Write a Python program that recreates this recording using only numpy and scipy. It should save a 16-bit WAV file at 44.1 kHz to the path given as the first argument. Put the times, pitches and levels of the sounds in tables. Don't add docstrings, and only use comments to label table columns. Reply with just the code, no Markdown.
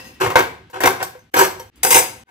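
import sys
import numpy as np
from scipy import signal
from scipy.fft import rfft, irfft
from scipy.io import wavfile
from scipy.ndimage import uniform_filter1d

SR = 44100
rng = np.random.default_rng(int(sys.argv[2]) if len(sys.argv) > 2 else 0)


def nominal_scale(level):
    x = np.asarray(level, float) / 20
    return 10 ** x


def to_wav(sig):
    pcm = np.clip(np.atleast_2d(sig), -1, 1) * 32767
    pcm = np.round(pcm).astype(np.int16)
    wavfile.write(sys.argv[1], SR, pcm.T)


N = 101430
RUN_IN, SIZE = 8192, 65536
HZ = np.maximum(np.arange(SIZE // 2 + 1) * SR / SIZE, 1)
LEFT_RIGHT = np.array([[.5], [-.5]])

SHOT_EDGES_S = [0, .197, .699, 1.303, 1.702, 2.238, 2.31]
FADE_IN_S = [.001, 0.015, 0.0021, 0.095, 0.083, 0.049]
SHOT_TONE_DB = [8, 3.5, -3, 1, 6, -10.5]
SHOT_PAN_DB = [0.1, -0.6, 0.3, -0.88, 0.21, 0.039]

# (frequency [Hz], density [dB per Hz])
TONE = [(25, -45.5), (45, -13.5), (66, 0), (100, -17), (250, -8.5), (600, -28), (3000, -23.5), (15000, -58)]
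TONE_DB = -57
# (frequency [Hz], T60 [s])
ROOM = [(100, 1), (260, 0.41), (700, 0.37), (1840, 0.42), (4850, 0.42), (12800, 0.3)]
ROOM_DB, ROOM_GAP_S, DRAWER_DB, DRAWER_T60_S = -9, 0.0067, 3, 0.016
# (frequency [Hz], left lead [rad])
LEAD = [(100, 0.11), (350, -.1), (550, -1.1), (1100, -1.8), (2000, -1.5), (5000, -1.4), (9000, -1.5),
        (13000, -2.3)]
# (frequency [Hz], left minus right [dB])
TILT = [(60, 4), (250, -3), (500, 0.1), (1000, 0.5), (2000, 5.5), (4000, 3), (8000, 8), (13000, -2.5)]
# (frequency [Hz], likeness [0-1])
ALIKE = [(60, 1), (350, 0.81), (600, 0.67), (2000, 0.18), (12000, 0.46)]

# (time [s], frequency [Hz], level [dB], T60 [s])
BUMPS = [
    (.268, 105, -18.5, 0.15),
    (.212, 520, -24, 0.2),
    (.259, 490, -17.5, .14),
    (1.152, 505, -33, 0.14),
    (1.598, 512, -31, .13),
    (1.018, 500, -20, 0.064),
]
# (time [s], frequency [Hz], level [dB], T60 [s])
PINGS = [(.3565, 1400, -11, .04), (.3925, 6300, -20, .018), (.806, 1900, -20, .03), (.8445, 2050, -12, .03),
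         (.8575, 5900, -17, .04), (.874, 14200, -21, .1), (1.016, 1500, -23, .08), (1.017, 900, -23, .08),
         (1.03, 8400, -33, .15), (1.192, 6200, -55, .2), (1.605, 1680, -45, .16), (1.833, 15230, -17, .1),
         (1.912, 15200, -16, .12), (1.927, 2090, -12, .06), (1.942, 2070, -12, .12),
         (1.966, 13808, -12, .14)]

# (time [s], tray knock [dB], steel clink [dB], rise [s],
# chatter [s])
CONTACTS = [(-.12, -20, -22, 0.0042, 0.039), (0.039, -46.5, -45, 0.003, 0.068),
            (0.138, -79, -53, 0.0023, 0.01), (0.196, -14, -28, 0.015, 0.041),
            (0.257, -18.5, -32, 0.0059, 0.0061), (0.3, -22, -33.5, 0.0031, 0.011),
            (0.3562, -18, -27.5, 0.0018, 0.072), (0.6998, -52.5, -50, 0.0011, 0.011),
            (.728, -31.5, -59, 0.0049, 0.049), (0.756, -31, -57, 0.0056, 0.0058),
            (0.8039, -19, -26, 0.00092, 0.037), (0.8355, -7, -33.5, .001, 0.0049),
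            (.857, -12, -18.5, 0.002, 0.022), (.985, -23, -52.5, 0.023, 0.016),
            (1.026, -32, -24, 0.00098, 0.0036), (1.147, -46, -63, 0.0021, 0.012),
            (1.334, -15.5, -25, 0.0084, 0.078), (1.386, -12, -17.5, 0.0052, 0.039),
            (1.443, -29, -24.5, 0.002, 0.008), (1.595, -37.5, -38, 0.002, 0.0067),
            (1.746, -68, -58, 0.021, 0.0077), (1.83, -21.5, -17.5, 0.0015, 0.066),
            (1.903, -18, -10.5, 0.0028, 0.027), (1.941, -11.5, -8, 0.0028, 0.045),
            (2.25, -51.5, -66.5, .045, .04),
    (1.31, -68, -67.5, 0.0081, 0.014),
    (.3562, -10, -31, 0.0017, 0.0081),
    (1.364, -14.5, -20, 0.0063, 0.012),
]
# (time [s], steel clink [dB], tray knock [dB])
TAPS = [(0.2021, -28.5, -32.5), (0.2104, -21, -32), (0.3025, -22.5, -22.5), (0.3563, -7.5, -1),
        (0.3833, -18.5, -12.5), (0.3881, -18, -15.5), (0.393, -13.5, -14.5), (0.3963, -14.5, -6.5),
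        (0.4048, -16, -14), (0.6993, -45, -44.5), (0.7437, -32.5, -31), (0.8051, -18.5, -21),
        (0.836, -6.5, -13), (0.8448, -13, -11.5), (0.857, -5.5, -5.5), (0.8705, -10, -13.5),
        (0.8746, -6, -5), (1.0278, -12, -30), (1.1929, -43, -55), (1.341, -14, -18), (1.3668, -10.5, -13),
        (1.3894, -4.5, -8), (1.3939, -10, -10), (1.4121, -11.5, -12), (1.4172, -10.5, -15.5),
        (1.444, -15.5, -15.5), (1.4496, -17, -13.5), (1.5972, -24.5, -35.5), (1.7584, -42, -62.5),
        (1.8331, -1.5, -34), (1.8417, -4, -25.5), (1.8484, 0, -13), (1.8694, -7.5, -11.5),
        (1.9062, -12, -18.5), (1.9178, -2.5, -18), (1.9274, -2.5, -17), (1.9434, -4.5, -21),
        (1.9547, -7.5, -17.5), (1.9674, -6, -13), (1.9868, -9.5, -16)]
TAP_KNOCK_DB, TAP_CLINK_DB, TAP_DIE_S, TAP_ECHO = -3, -12.5, 0.0032, 0.67
KNOCK_DB, CLINK_DB = -4.0, -2.0
TRAY_TICKS_PER_S, STEEL_TICKS_PER_S, TRAY_SPREAD_DB, STEEL_SPREAD_DB = 2500, 3500, 2.5, 1.5
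STRIKE_DB, SHARP_S = 25.5, 0.0014
DIE_S, SAG_DB_PER_S = 0.02, 66.5
TRAY_SPOT_DB, STEEL_SPOT_DB = 3.5, 3

# (frequency [Hz], width [Hz], level [dB])
TRAY = [(105, 14, -20), (255, 20, -8), (382, 16, 5), (441, 30, 0), (514, 43, 3), (637, 25, 0), (765, 35, 2),
        (837, 25, 1), (931, 25, 0), (1116, 27, 0), (1516, 54, -5), (1704, 40, -8), (2084, 40, -7)]
# (frequency [Hz], density [dB per Hz])
TRAY_BODY = [(40, -47), (100, -12), (310, -15.5), (400, -9.5), (1000, -2.5), (2200, -12), (4500, -25.5),
             (10000, -37.5)]
TRAY_RING_DB = -2
# (frequency [Hz], width [Hz], level [dB])
STEEL = [
    [(1920, 23, -1), (2670, 64, 0), (5190, 250, -10), (6440, 42, -10), (10300, 64, -11), (11600, 84, -18)],
    [(3110, 73, 0), (4260, 97, -4), (6170, 75, -7), (10100, 79, -12), (11700, 180, -12), (13300, 130, -11),
     (14300, 47, -4)],
    [(3740, 120, -7), (4390, 35, -2), (5790, 100, -5), (6320, 54, -3), (8500, 42, -3), (9390, 140, -12),
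     (11600, 95, -2), (13200, 61, -7), (14200, 110, 0)],
    [(3140, 34, 0), (4180, 40, -2), (5800, 43, -2), (6370, 44, -1), (7800, 37, -1), (11300, 28, -4),
     (11500, 59, -2), (13600, 28, 0), (13900, 80, -4)],
]
# (frequency [Hz], width [Hz], level [dB])
SPOON = [(4900, 90, -7), (5630, 80, -8.5), (6370, 50, -4), (7870, 50, -1), (8200, 28, -7.5),
         (8800, 55, -3.5), (8981, 100, -11.5), (10100, 40, -2), (10500, 55, -1), (11986, 45, -0.5),
         (13350, 60, -7), (13808, 34, -0.5), (13700, 60, -2.5), (16300, 80, 4)]
STEEL_RING_DB = [0, -15, -11.5, -8, -0.5]
# (frequency [Hz], density [dB per Hz])
STEEL_BODY = [(1500, -17), (3500, -2.5), (6000, -2), (9800, -3.5), (11500, -1.5), (12600, -1), (14000, 3),
              (15500, -2.5)]
# (frequency [Hz], density [dB per Hz])
SPOON_BODY = [(1300, -22.5), (2100, -2.5), (4000, -7.5), (5000, -6), (10500, -3.5), (12500, -2), (13800, 0),
              (16000, -14)]
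# (frequency [Hz], width [Hz])
SPOON_GAPS = [(4400, 500), (11450, 700), (14500, 900)]
GAP_DB = -22


def at_hz(points, hz=HZ):
    return np.interp(np.log(hz), np.log(np.array(points)[:, 0]), np.array(points)[:, 1])


def unit(h):
    return h / np.sqrt(np.mean(np.abs(h) ** 2))


def causal(points):
    cepstrum = irfft(np.log(nominal_scale(at_hz(points))))
    return unit(np.exp(2 * rfft(cepstrum[:SIZE // 2], SIZE) - cepstrum[0]))


def pair(n):
    mid, side = rfft(rng.standard_normal((2, n)), SIZE)
    alike = np.clip(at_hz(ALIKE), 0, 1)
    return np.sqrt(1 + alike) * mid + np.sqrt(1 - alike) * side * [[1], [-1]]


def room_tone(n, shot):
    noise = irfft(pair(n) * causal(TONE))[:, :n]
    return unit(noise) * nominal_scale(TONE_DB + SHOT_TONE_DB[shot])


def microphones():
    return nominal_scale(LEFT_RIGHT * at_hz(TILT)) * np.exp(1j * LEFT_RIGHT * at_hz(LEAD))


def room_tail():
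    t = np.arange(SR // 2) / SR
    noise, out = pair(len(t)), 0
    for hz in 62.5 * 2 ** np.arange(9):
        share = np.clip(1 - np.abs(np.log2(HZ / hz)), 0, 1)
        band = irfft(noise * share)[:, :len(t)]
        out = out + band * nominal_scale(-60 * t / at_hz(ROOM, hz))
    build_up = 1 - np.exp(-t / ROOM_GAP_S)
    return nominal_scale(ROOM_DB) * unit(rfft(out * build_up, SIZE))


def drawer_echoes():
    t = np.arange(SR // 10) / SR
    echoes = irfft(pair(len(t)))[:, :len(t)] * nominal_scale(-60 * t / DRAWER_T60_S)
    h = 1 + nominal_scale(DRAWER_DB) * unit(rfft(echoes, SIZE))
    return h / np.sqrt(uniform_filter1d(np.abs(h) ** 2, size=800))


def thuds_and_pings(t):
    out = 0
    for start_s, hz, db, t60_s in BUMPS + PINGS:
        u = t - start_s
        decay = nominal_scale(db - 60 * np.maximum(u, 0) / t60_s)
        out = out + decay * np.clip(u * hz, 0, 1) * np.sin(2 * np.pi * hz * u)
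    lead = np.interp(np.arange(SIZE + 1) / 2, np.arange(len(HZ)), at_hz(LEAD))
    return irfft(rfft(out, 2 * SIZE) * np.exp(1j * lead * LEFT_RIGHT))[:, :len(t)]


def modes(rows):
    bank = []
    for k, (hz, width_hz, db) in enumerate(rows):
        damping = 1j * HZ * width_hz
        bank.append((-1) ** k * nominal_scale(db) * damping / (hz ** 2 - HZ ** 2 + damping))
    bank = np.array(bank)
    return bank / np.sqrt(np.mean(np.abs(bank.sum(axis=0)) ** 2))


def spoon_gaps():
    out = 1
    for hz, width_hz in SPOON_GAPS:
        damping = 1j * HZ * width_hz
        out = out * (hz ** 2 - HZ ** 2 + damping * nominal_scale(GAP_DB)) / (hz ** 2 - HZ ** 2 + damping)
    return out


def steel_piece(shot):
    ring = nominal_scale(STEEL_RING_DB[min(shot, 4)]) * modes(STEEL[shot] if shot < 4 else SPOON)
    return ring, causal(SPOON_BODY if shot == 4 else STEEL_BODY)


def touches(per_s, spread_db):
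    n = N + RUN_IN
    sizes = nominal_scale(spread_db * np.minimum(rng.exponential(1, n), 4)) * rng.choice([-1, 1], n)
    return unit(sizes * (rng.random(n) < per_s / SR))


def contact(row, chatter, t, die_s):
    u, rise_s, hold_s = t - row[0], max(row[3], 1e-4), row[4]
    rise = np.clip(u / rise_s, 0, 1) ** 2
    die = np.exp(-np.maximum(u - rise_s - hold_s, 0) / die_s)
    sag = nominal_scale(-SAG_DB_PER_S * np.clip(u - rise_s, 0, hold_s))
    push = chatter * rise * die * sag
    blow_at = min(np.searchsorted(u, rise_s), len(u) - 1)
    push[blow_at] += nominal_scale(STRIKE_DB) * np.exp(-rise_s / SHARP_S)
    return rfft(push, SIZE)


def all_contacts():
    hits = [(row, DIE_S, 1) for row in CONTACTS]
    for s, clink_db, knock_db in TAPS:
        row = (s, knock_db + TAP_KNOCK_DB, clink_db + TAP_CLINK_DB, 3e-4, 1e-3)
        hits.append((row, TAP_DIE_S, TAP_ECHO))
    return hits


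def scene():
    t = (np.arange(N + RUN_IN) - RUN_IN) / SR
    rooms = [room_tail() for _ in range(3)]
    mics = microphones()
    places = [drawer_echoes() for _ in range(7)]
    knocks = touches(TRAY_TICKS_PER_S, TRAY_SPREAD_DB)
    clinks = touches(STEEL_TICKS_PER_S, STEEL_SPREAD_DB)
    tray_body, tray = causal(TRAY_BODY), nominal_scale(TRAY_RING_DB) * modes(TRAY)
    events = all_contacts()
    spots = nominal_scale([[TRAY_SPOT_DB], [STEEL_SPOT_DB]] * rng.standard_normal((len(events), 2, 14)))
    out = thuds_and_pings(t)
    for k, (start, end) in enumerate(zip(SHOT_EDGES_S, SHOT_EDGES_S[1:])):
        at = slice(max(int(start * SR), 0), int(end * SR) + RUN_IN)
        u, hits = t[at], 0
        steel, steel_body = steel_piece(k)
        for (row, die_s, echo), spot in zip(events, spots):
            if row[0] >= end or (k > 0 and row[0] < start - .004):
                continue
            tray_sound = tray_body + spot[0, :len(tray)] @ tray
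            steel_sound = steel_body + spot[1, :len(steel)] @ steel
            knock = nominal_scale(row[1] + KNOCK_DB) * contact(row, knocks[at], u, die_s) * tray_sound
            clink = nominal_scale(row[2] + CLINK_DB) * contact(row, clinks[at], u, die_s) * steel_sound
            ms = int(row[0] * 1000)
            space = places[ms % 7] + rooms[ms % 3]
            hits = hits + (knock + clink) * (1 - echo + echo * space)
        tone = room_tone(len(u), k) * np.clip((u - start) / FADE_IN_S[k], 0, 1)
        hits = hits * mics * nominal_scale(SHOT_PAN_DB[k] * LEFT_RIGHT) * (spoon_gaps() if k == 4 else 1)
        heard = irfft(hits)[:, :len(u)] + tone
        out[:, at] += heard * (u >= start) * np.clip((end - u) / .002, 0, 1)
    return out[:, RUN_IN:]


def top_cut(x):
    return signal.sosfilt(signal.butter(12, 16000, fs=SR, output="sos"), x)


def record(dry):
    low_pass = signal.cheby2(12, 50, 16300, fs=SR, output="sos")
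    mix = np.clip(signal.sosfilt(low_pass, dry), -1, 1)
    return top_cut(mix)


dry = scene()
out = record(dry)
to_wav(out)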